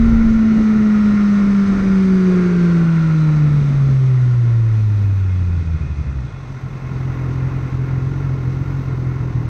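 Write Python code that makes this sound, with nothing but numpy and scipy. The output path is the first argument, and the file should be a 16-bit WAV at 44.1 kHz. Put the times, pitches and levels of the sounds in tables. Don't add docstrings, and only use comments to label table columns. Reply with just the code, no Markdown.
import sys
import numpy as np
from scipy import signal
from scipy.fft import rfft, irfft, next_fast_len
from scipy.io import wavfile
from scipy.ndimage import uniform_filter1d, map_coordinates

SR = 44100
rng = np.random.default_rng(int(sys.argv[2]) if len(sys.argv) > 2 else 0)


def materialize(psi):
    bounded = np.clip(np.atleast_2d(psi).T, -1, 1)
    quanta = np.round(bounded * 32767).astype(np.int16)
    wavfile.write(sys.argv[1], SR, quanta)


N = 418503


def amp(db):
    return 10 ** (np.asarray(db) / 20)


def unit(x):
    return x / np.sqrt(np.mean(x ** 2) + 1e-20)


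def clock():
    return np.arange(N) / SR


def ramp(x, start, end):
    return np.clip((x - start) / (end - start), 0, 1)


def spell(s, length, order=4):
    return np.exp(-np.abs(2 * (clock() - s) / length) ** order)


def wobble(rate):
    knots = rng.standard_normal(int(N * rate / SR) + 4)
    return map_coordinates(knots, [np.arange(N) * rate / SR])


def filtered(x, response):
    size = next_fast_len(N + SR // 2)
    return irfft(rfft(x, size) * response(np.fft.rfftfreq(size, 1 / SR)), size)[:N]


def coloured(x, points):
    f, db = np.transpose(points)
    return unit(filtered(x, lambda hz: amp(np.interp(np.log(hz + 1), np.log(f), db))))


def resonate(x, modes):
    def response(f):
        return sum(amp(db) * 1j * f * w / (c * c - f * f + 1j * f * w) for c, w, db in modes)
    return unit(filtered(x, response))


def band(centre_hz, width_hz):
    mode = [(centre_hz, width_hz, 0)]
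    return resonate(resonate(rng.standard_normal(N), mode), mode)


BRAKE_S, CLUTCH_S = 2.15, 6.2
START_HZ, IDLE_HZ = 229.2, 43.3
COAST_HZ_PER_S, BRAKE_HZ_PER_S, FREE_HZ_PER_S = 19.3, 30.1, 120


def geared_rate():
    t = clock()
    coasted = COAST_HZ_PER_S * np.minimum(t, BRAKE_S)
    return START_HZ - coasted - BRAKE_HZ_PER_S * np.maximum(t - BRAKE_S, 0)


# (time [s], firing rate [Hz])
IDLE_HUNT = [(6.8, 43.5), (7.27, 42.6), (7.59, 44.3), (7.71, 42.4), (7.84, 43.7), (7.99, 43.2),
             (8.18, 45.7), (8.45, 42.4), (8.62, 45.3), (8.78, 45.0), (8.96, 42.1), (9.18, 43.4),
             (9.37, 39.3), (9.49, 41.5)]


def engine_rate():
    extra_fall = (FREE_HZ_PER_S - BRAKE_HZ_PER_S) * np.maximum(clock() - CLUTCH_S, 0)
    idle = np.interp(clock(), *np.transpose(IDLE_HUNT))
    return uniform_filter1d(np.maximum(geared_rate() - extra_fall, idle), SR // 20)


FEED_FROM_S, FEED_FULL_S = 6.42, 7.24


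def idle_feed():
    return ramp(clock(), FEED_FROM_S, FEED_FULL_S)


DECLUTCH_S = 0.079


def declutched():
    return ramp(clock(), CLUTCH_S, CLUTCH_S + DECLUTCH_S)


# (time [s], length [s], depth [dB])
FALTERS = [(1.657, .05, 3.5), (1.798, 0.14, 3.5), (2.492, 0.24, 2), (3.047, 0.32, 1), (3.68, 0.16, 1.5),
           (5.648, 0.042, 10), (5.792, 0.034, 19), (5.87, 0.068, 10), (5.956, 0.048, 10),
           (6.044, 0.043, 20), (6.134, 0.05, 16), (6.604, .04, 7), (6.793, 0.045, 6), (7.71, 0.027, 12),
           (8.648, 0.026, 8)]


def stumble_db():
    return sum(db * spell(s, length) for s, length, db in FALTERS)


def road_speed(slowest_share=0.37):
    return np.maximum(geared_rate() / START_HZ, slowest_share)


LUG_FROM_HZ, LUG_FULL_HZ = 131, 64.5
DRONE_DB, SLOWING_LOSS_DB, LUG_LOSS_DB, DECLUTCH_LOSS_DB = -12, 1.5, 9, 23.5
CRANK_HZ, CRANK_WIDTH_HZ, CRANK_DB = 68, 22, -36.5
# (multiple of firing rate, level against firing tone before the muffler [dB])
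DRONE_OVERTONES = [(3, -26), (4, -31), (5, -37)]
# (frequency [Hz], gain [dB])
MUFFLER_GAIN = [(200, -5), (300, -3), (400, -4.5), (500, -9.5), (660, -9), (850, -21.5), (1200, -27)]
# (frequency [Hz], width [Hz], level [dB])
OCTAVE_MODES = [(166, 50, -32), (212, 31, -41), (305, 34, -31), (362.7, 57.4, -24), (428, 23, -38.5)]


def drone(firings, rate, octave_declutch_db=13, octave_rough_db=0.9, lug_rough_db=5.5, lug_jitter_rad=.12):
    lugging = ramp(rate, LUG_FROM_HZ, LUG_FULL_HZ) ** 1.9
    tone_db = DRONE_DB - SLOWING_LOSS_DB * (1 - rate / START_HZ) - LUG_LOSS_DB * lugging
    tone_db = tone_db - DECLUTCH_LOSS_DB * declutched() - stumble_db()
    turn = 2 * np.pi * firings + (0.019 + lug_jitter_rad * lugging ** 2) * wobble(40)

    tone = np.cos(turn)
    for k, db in DRONE_OVERTONES:
        passed_db = np.interp(k * rate, *np.transpose(MUFFLER_GAIN))
        gain = amp(db + passed_db + 2.4 * wobble(15))
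        tone = tone + gain * np.cos(round(k) * turn + 0.25 * wobble(30))

    resonance = sum(amp(db) / (1 + (2 * (2 * rate - hz) / width) ** 2) ** 1.58
                    for hz, width, db in OCTAVE_MODES)
    flutter_db = (octave_rough_db + lug_rough_db * lugging ** 2) * wobble(25)
    octave_gain = resonance * amp(flutter_db - octave_declutch_db * declutched())
    octave = octave_gain * np.cos(2 * turn + 1.1 * lugging ** 2 * wobble(35))

    shake = amp(CRANK_DB + 6 * wobble(11)) / (1 + (2 * (rate / 2 - CRANK_HZ) / CRANK_WIDTH_HZ) ** 2)
    crank = shake * np.cos(np.pi * firings + .6 * wobble(20))
    return np.sqrt(2) * (amp(tone_db + 0.28 * wobble(30)) * tone + octave + crank)


def combustion(rate, fast_db=-38, lug_db=-26, starved_db=-29, idle_db=-19, lug_from_hz=112, lug_full_hz=80):
    lugging, free, feed = ramp(rate, lug_from_hz, lug_full_hz), declutched(), idle_feed()
    level_db = fast_db + (lug_db - fast_db) * lugging
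    level_db = level_db + (starved_db - lug_db) * free + (idle_db - starved_db) * feed
    uneven = (0.35 + 0.25 * lugging - 0.22 * free) * (1 - feed) + .12 * feed
    return level_db, uneven


CYLINDER_STRENGTHS = [1.13, 0.93, 1.1, 0.85]
# (frequency [Hz], relative level per Hz [dB])
PIPE_SPECTRUM = [(15, -28.5), (30, -16), (44, -14), (62, -1), (88, -6), (108, 2.5), (130, 4), (150, 0.5),
                 (175, -12), (225, -22), (268, -11.5), (315, -16.5), (365, -24), (440, -25.5), (530, -35),
                 (900, -66), (2000, -110)]


def beats(firings, rate, misfire_share=0.061, misfire_db=-8, scatter_s=0.0033, turbulence_db=-10.5,
          stumble_share=0.26, starved_dull_db=-5):
    level_db, uneven = combustion(rate)
    at = np.flatnonzero(np.diff(np.floor(firings)))
    strength, timing, burn = rng.uniform(-1, 1, (len(at), 3)).T
    size = np.resize(CYLINDER_STRENGTHS, len(at)) * (1 + 1.3 * uneven[at] * strength)
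    size *= np.where(np.abs(burn) < misfire_share, amp(misfire_db), 1)
    late = np.round(scatter_s * SR * uneven[at] * timing).astype(int)
    puffs = np.bincount(np.clip(at + late, 0, N - 1), size / np.sqrt(rate[at]), N)

    rush = rng.standard_normal(N) * (1 + .5 * np.cos(2 * np.pi * firings)) * (0.91 + 2 * uneven)
    pipe = coloured(unit(puffs - puffs.mean()) + amp(turbulence_db) * rush, PIPE_SPECTRUM)

    def chambers(hz):
        delay_s = np.interp(hz, [170, 420], [0, .016])
        return np.exp(-2j * np.pi * np.cumsum(delay_s) * hz[1])

    pipe = filtered(pipe, chambers)
    edge = filtered(pipe, lambda hz: 1 - 1 / (1 + (hz / 230) ** 6))
    pipe = pipe + edge * (amp(starved_dull_db * (1 - idle_feed())) - 1)
    return amp(level_db - np.maximum(stumble_share, declutched()) * stumble_db()) * pipe


def chatter(firings, repeat_share, throb):
    cycle = signal.resample(rng.standard_normal(256), 8192)
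    repeating = unit(np.interp(firings / 4 % 1, np.linspace(0, 1, len(cycle)), cycle))
    share = np.clip(repeat_share, 0, 1)
    rattle = np.sqrt(share) * repeating + np.sqrt(1 - share) * rng.standard_normal(N)
    return rattle * (1 + throb * np.cos(2 * np.pi * firings))


def rattle_levels(rate, clatter_db=-45.5, clatter_revved_db=12.0, clatter_free_db=2.5, clatter_fed_db=5,
                  clatter_top_db=-1.1, hiss_db=-56, hiss_revved_db=9, hiss_fed_db=1.8, hiss_top_db=-1.0,
                  full_hz=174, settle_per_s=0.24):
    feed = idle_feed() * (1 - settle_per_s * np.maximum(clock() - FEED_FULL_S, 0))
    free, top = ramp(clock(), CLUTCH_S, CLUTCH_S + 0.14), ramp(rate, 200, 218)
    clatter = clatter_db + clatter_revved_db * ramp(rate, 90, full_hz) ** 2 + clatter_top_db * top
    hiss = hiss_db + hiss_revved_db * ramp(rate, IDLE_HZ, full_hz) ** 1.7 + hiss_top_db * top
    return clatter + clatter_free_db * free + clatter_fed_db * feed, hiss + hiss_fed_db * feed


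# (frequency [Hz], relative level per Hz [dB])
FAST_CLATTER = [(250, -38), (520, -4.5), (760, -9), (930, -7), (1100, -4), (1250, -1.5), (1400, 3),
                (1600, -9.5), (1850, -4), (2180, -9), (2350, -9.5), (2600, -15.5), (2900, -19.3),
                (4200, -61.5)]
# (frequency [Hz], relative level per Hz [dB])
IDLE_CLATTER = [(250, -35), (520, -3), (720, -3.5), (900, -2.5), (1060, -1), (1200, -4), (1420, -2),
                (1560, -8), (1800, -5.5), (2070, -6), (2300, -15.5), (2600, -11), (2900, -20.5),
                (4200, -57)]
# (frequency [Hz], width [Hz], relative level [dB])
CASE_MODES = [(1079, 29, -4.5), (1402, 50, -2), (2064, 43, -8), (2184, 25, -3.5), (2390, 71, -13.5)]
# (multiple of firing rate, relative level [dB])
WHIRR_ORDERS = [(7, -16), (8, -16), (9, -4)]


def clatter(firings, revved, level_db):
    rattle = chatter(firings, repeat_share=.02 + .13 * revved, throb=0.11)
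    broad = np.sqrt(revved) * coloured(rattle, FAST_CLATTER)
    broad = broad + np.sqrt(1 - revved) * coloured(rattle, IDLE_CLATTER)
    ring = resonate(chatter(firings, repeat_share=0.077, throb=0.54), CASE_MODES)
    ring = filtered(ring, lambda hz: 1 / (1 + (hz / 3000) ** 6))
    rate = np.gradient(firings) * SR
    whirr = 0
    for k, db in WHIRR_ORDERS:
        swell = 1 / (1 + np.abs((k * rate - 1540) / 95) ** 4)
        phase = 2 * np.pi * round(k) * firings + 0.96 * wobble(110)
        whirr = whirr + amp(db - 2.5) * swell * np.sin(phase)
    return amp(level_db + 0.72 * wobble(15)) * (amp(-0.79) * broad + amp(-6.5) * ring + whirr)


# (frequency [Hz], relative level per Hz [dB])
HISS_SPECTRUM = [(1800, -25), (2900, -3), (3300, -3), (3800, -0.2), (4500, -4), (5300, -5.5), (6200, -3),
                 (6600, -8.5), (7100, -15), (8400, -16), (9300, -25.5), (10500, -34.5), (14000, -58.5)]
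# (multiple of firing rate, level before cover and revs [dB])
GEAR_ORDERS = [(13, -6), (19, -13.5), (25, -13), (26, -8.5), (39, -12.5)]


def gears(firings, revved, level_db):
    hiss = amp(-0.3) * coloured(chatter(firings, repeat_share=0.019, throb=0.12), HISS_SPECTRUM)
    rate = np.gradient(firings) * SR
    whine = 0
    for k, db in GEAR_ORDERS:
        near_cover = 1 / (1 + ((k * rate - 4100) / 1200) ** 2)
        phase = 2 * np.pi * round(k) * firings + 0.77 * wobble(50)
        whine = whine + amp(db + 3.3 * wobble(8)) * near_cover * np.sin(phase)
    return amp(level_db + 0.57 * wobble(15)) * (hiss + np.sqrt(revved) * whine)


def machinery(firings, rate):
    clatter_db, hiss_db = rattle_levels(rate)
    revved = np.clip((rate - 60) / 110, 0, 1)
    return clatter(firings, revved, clatter_db) + gears(firings, revved, hiss_db)


def airbox(firings, rate, rest_db=-49.0, revved_db=3.0, fed_db=7, flare_db=-31.0, flare_rate_hz=177.0,
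           flare_width_hz=20):
    rush_db = rest_db + revved_db * ramp(rate, 110, 190) + fed_db * idle_feed()
    rush = amp(rush_db + 0.75 * wobble(28)) * band(centre_hz=381, width_hz=140)
    flare = 1 / (1 + (2 * (rate - flare_rate_hz) / flare_width_hz) ** 20)
    burble = flare * amp(flare_db + 2 * wobble(30)) * band(centre_hz=389, width_hz=85)
    return (rush + burble) * (1 + 0.15 * np.cos(2 * np.pi * firings))


BRAKE_DB, BRAKE_RISE_S, BRAKE_OFF_S = -56.5, 1.5, 7
SQUEEZE_S, SQUEEZE_LENGTH_S, SQUEEZE_DB = 5.73, 1.3, 4.5
PAD_HISS_DB = -65
# (frequency [Hz], width before widening [Hz], relative level per root Hz [dB])
DISC_MODES = [(2140, 12, 3.5), (2480, 69, -1), (2640, 36, -6), (3410, 110, -12)]


def brakes(released_db=11):
    t = clock()
    lever = ramp(t, BRAKE_S - BRAKE_RISE_S, BRAKE_S) - ramp(t, BRAKE_OFF_S, BRAKE_OFF_S + BRAKE_RISE_S)
    level_db = BRAKE_DB - released_db * (1 - lever) + SQUEEZE_DB * spell(SQUEEZE_S, SQUEEZE_LENGTH_S)
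    disc = sum(amp(db + 2.7 * wobble(6)) * np.sqrt(width) * band(hz, 1.4 * width)
               for hz, width, db in DISC_MODES)
    pads = amp(PAD_HISS_DB) * lever * road_speed() ** 1.8 * band(centre_hz=8240, width_hz=1400)
    return amp(level_db) * unit(disc) + pads


WIND_DB, WIND_DB_PER_DECADE = -25, 30
# (time [s], length [s], buffet rise [dB], thump level [dB])
HELMET_GUSTS = [(.17, .45, 2, -16.5), (.61, .06, 5.5, -36), (1.8, .3, 3.5, -39), (3.65, 0.72, 4, -38),
                (5.297, 1.5, -1.5, -35.5)]
# (frequency [Hz], relative level per Hz [dB])
BUFFET_SPECTRUM = [(15, -13.5), (30, -3), (60, -3.5), (120, -3), (220, -2), (330, -11), (500, -18),
                   (800, -30), (1600, -67.5), (5000, -100)]


def wind():
    buffet_db = WIND_DB + WIND_DB_PER_DECADE * np.log10(road_speed())
    buffet_db = buffet_db + sum(rise * spell(s, length) for s, length, rise, _ in HELMET_GUSTS)
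    thump = sum(amp(db) * spell(s, length, order=10) for s, length, _, db in HELMET_GUSTS)
    buffet = amp(buffet_db + 1.5 * wobble(12)) * coloured(rng.standard_normal(N), BUFFET_SPECTRUM)
    return buffet + thump * band(centre_hz=34.4, width_hz=52)


# (time [s], length [s], level [dB])
SIZZLE_SPELLS = [(3.65, .6, -76), (4.952, .7, -73), (7.6, 2.4, -73.5), (9.107, 1.1, -75.5)]


def sizzle():
    level = sum(amp(db) * spell(s, length) for s, length, db in SIZZLE_SPELLS)
    # (frequency [Hz], relative level per Hz [dB])
    colour = [(10800, -48.5), (11900, -3.0), (12600, 0.0), (14200, -9), (15700, -17.5)]
    return level * unit(coloured(rng.standard_normal(N), colour) * amp(2 * wobble(70)))


def scene():
    rate = engine_rate()
    firings = .25 + np.cumsum(rate) / SR
    engine = drone(firings, rate) + beats(firings, rate) + machinery(firings, rate) + airbox(firings, rate)
    return (engine + brakes() + wind() + sizzle())[None]


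TOP_HZ = 15700


def record(dry):
    return np.array([filtered(channel, lambda hz: hz < TOP_HZ) for channel in dry])


dry = scene()
out = record(dry)
materialize(out)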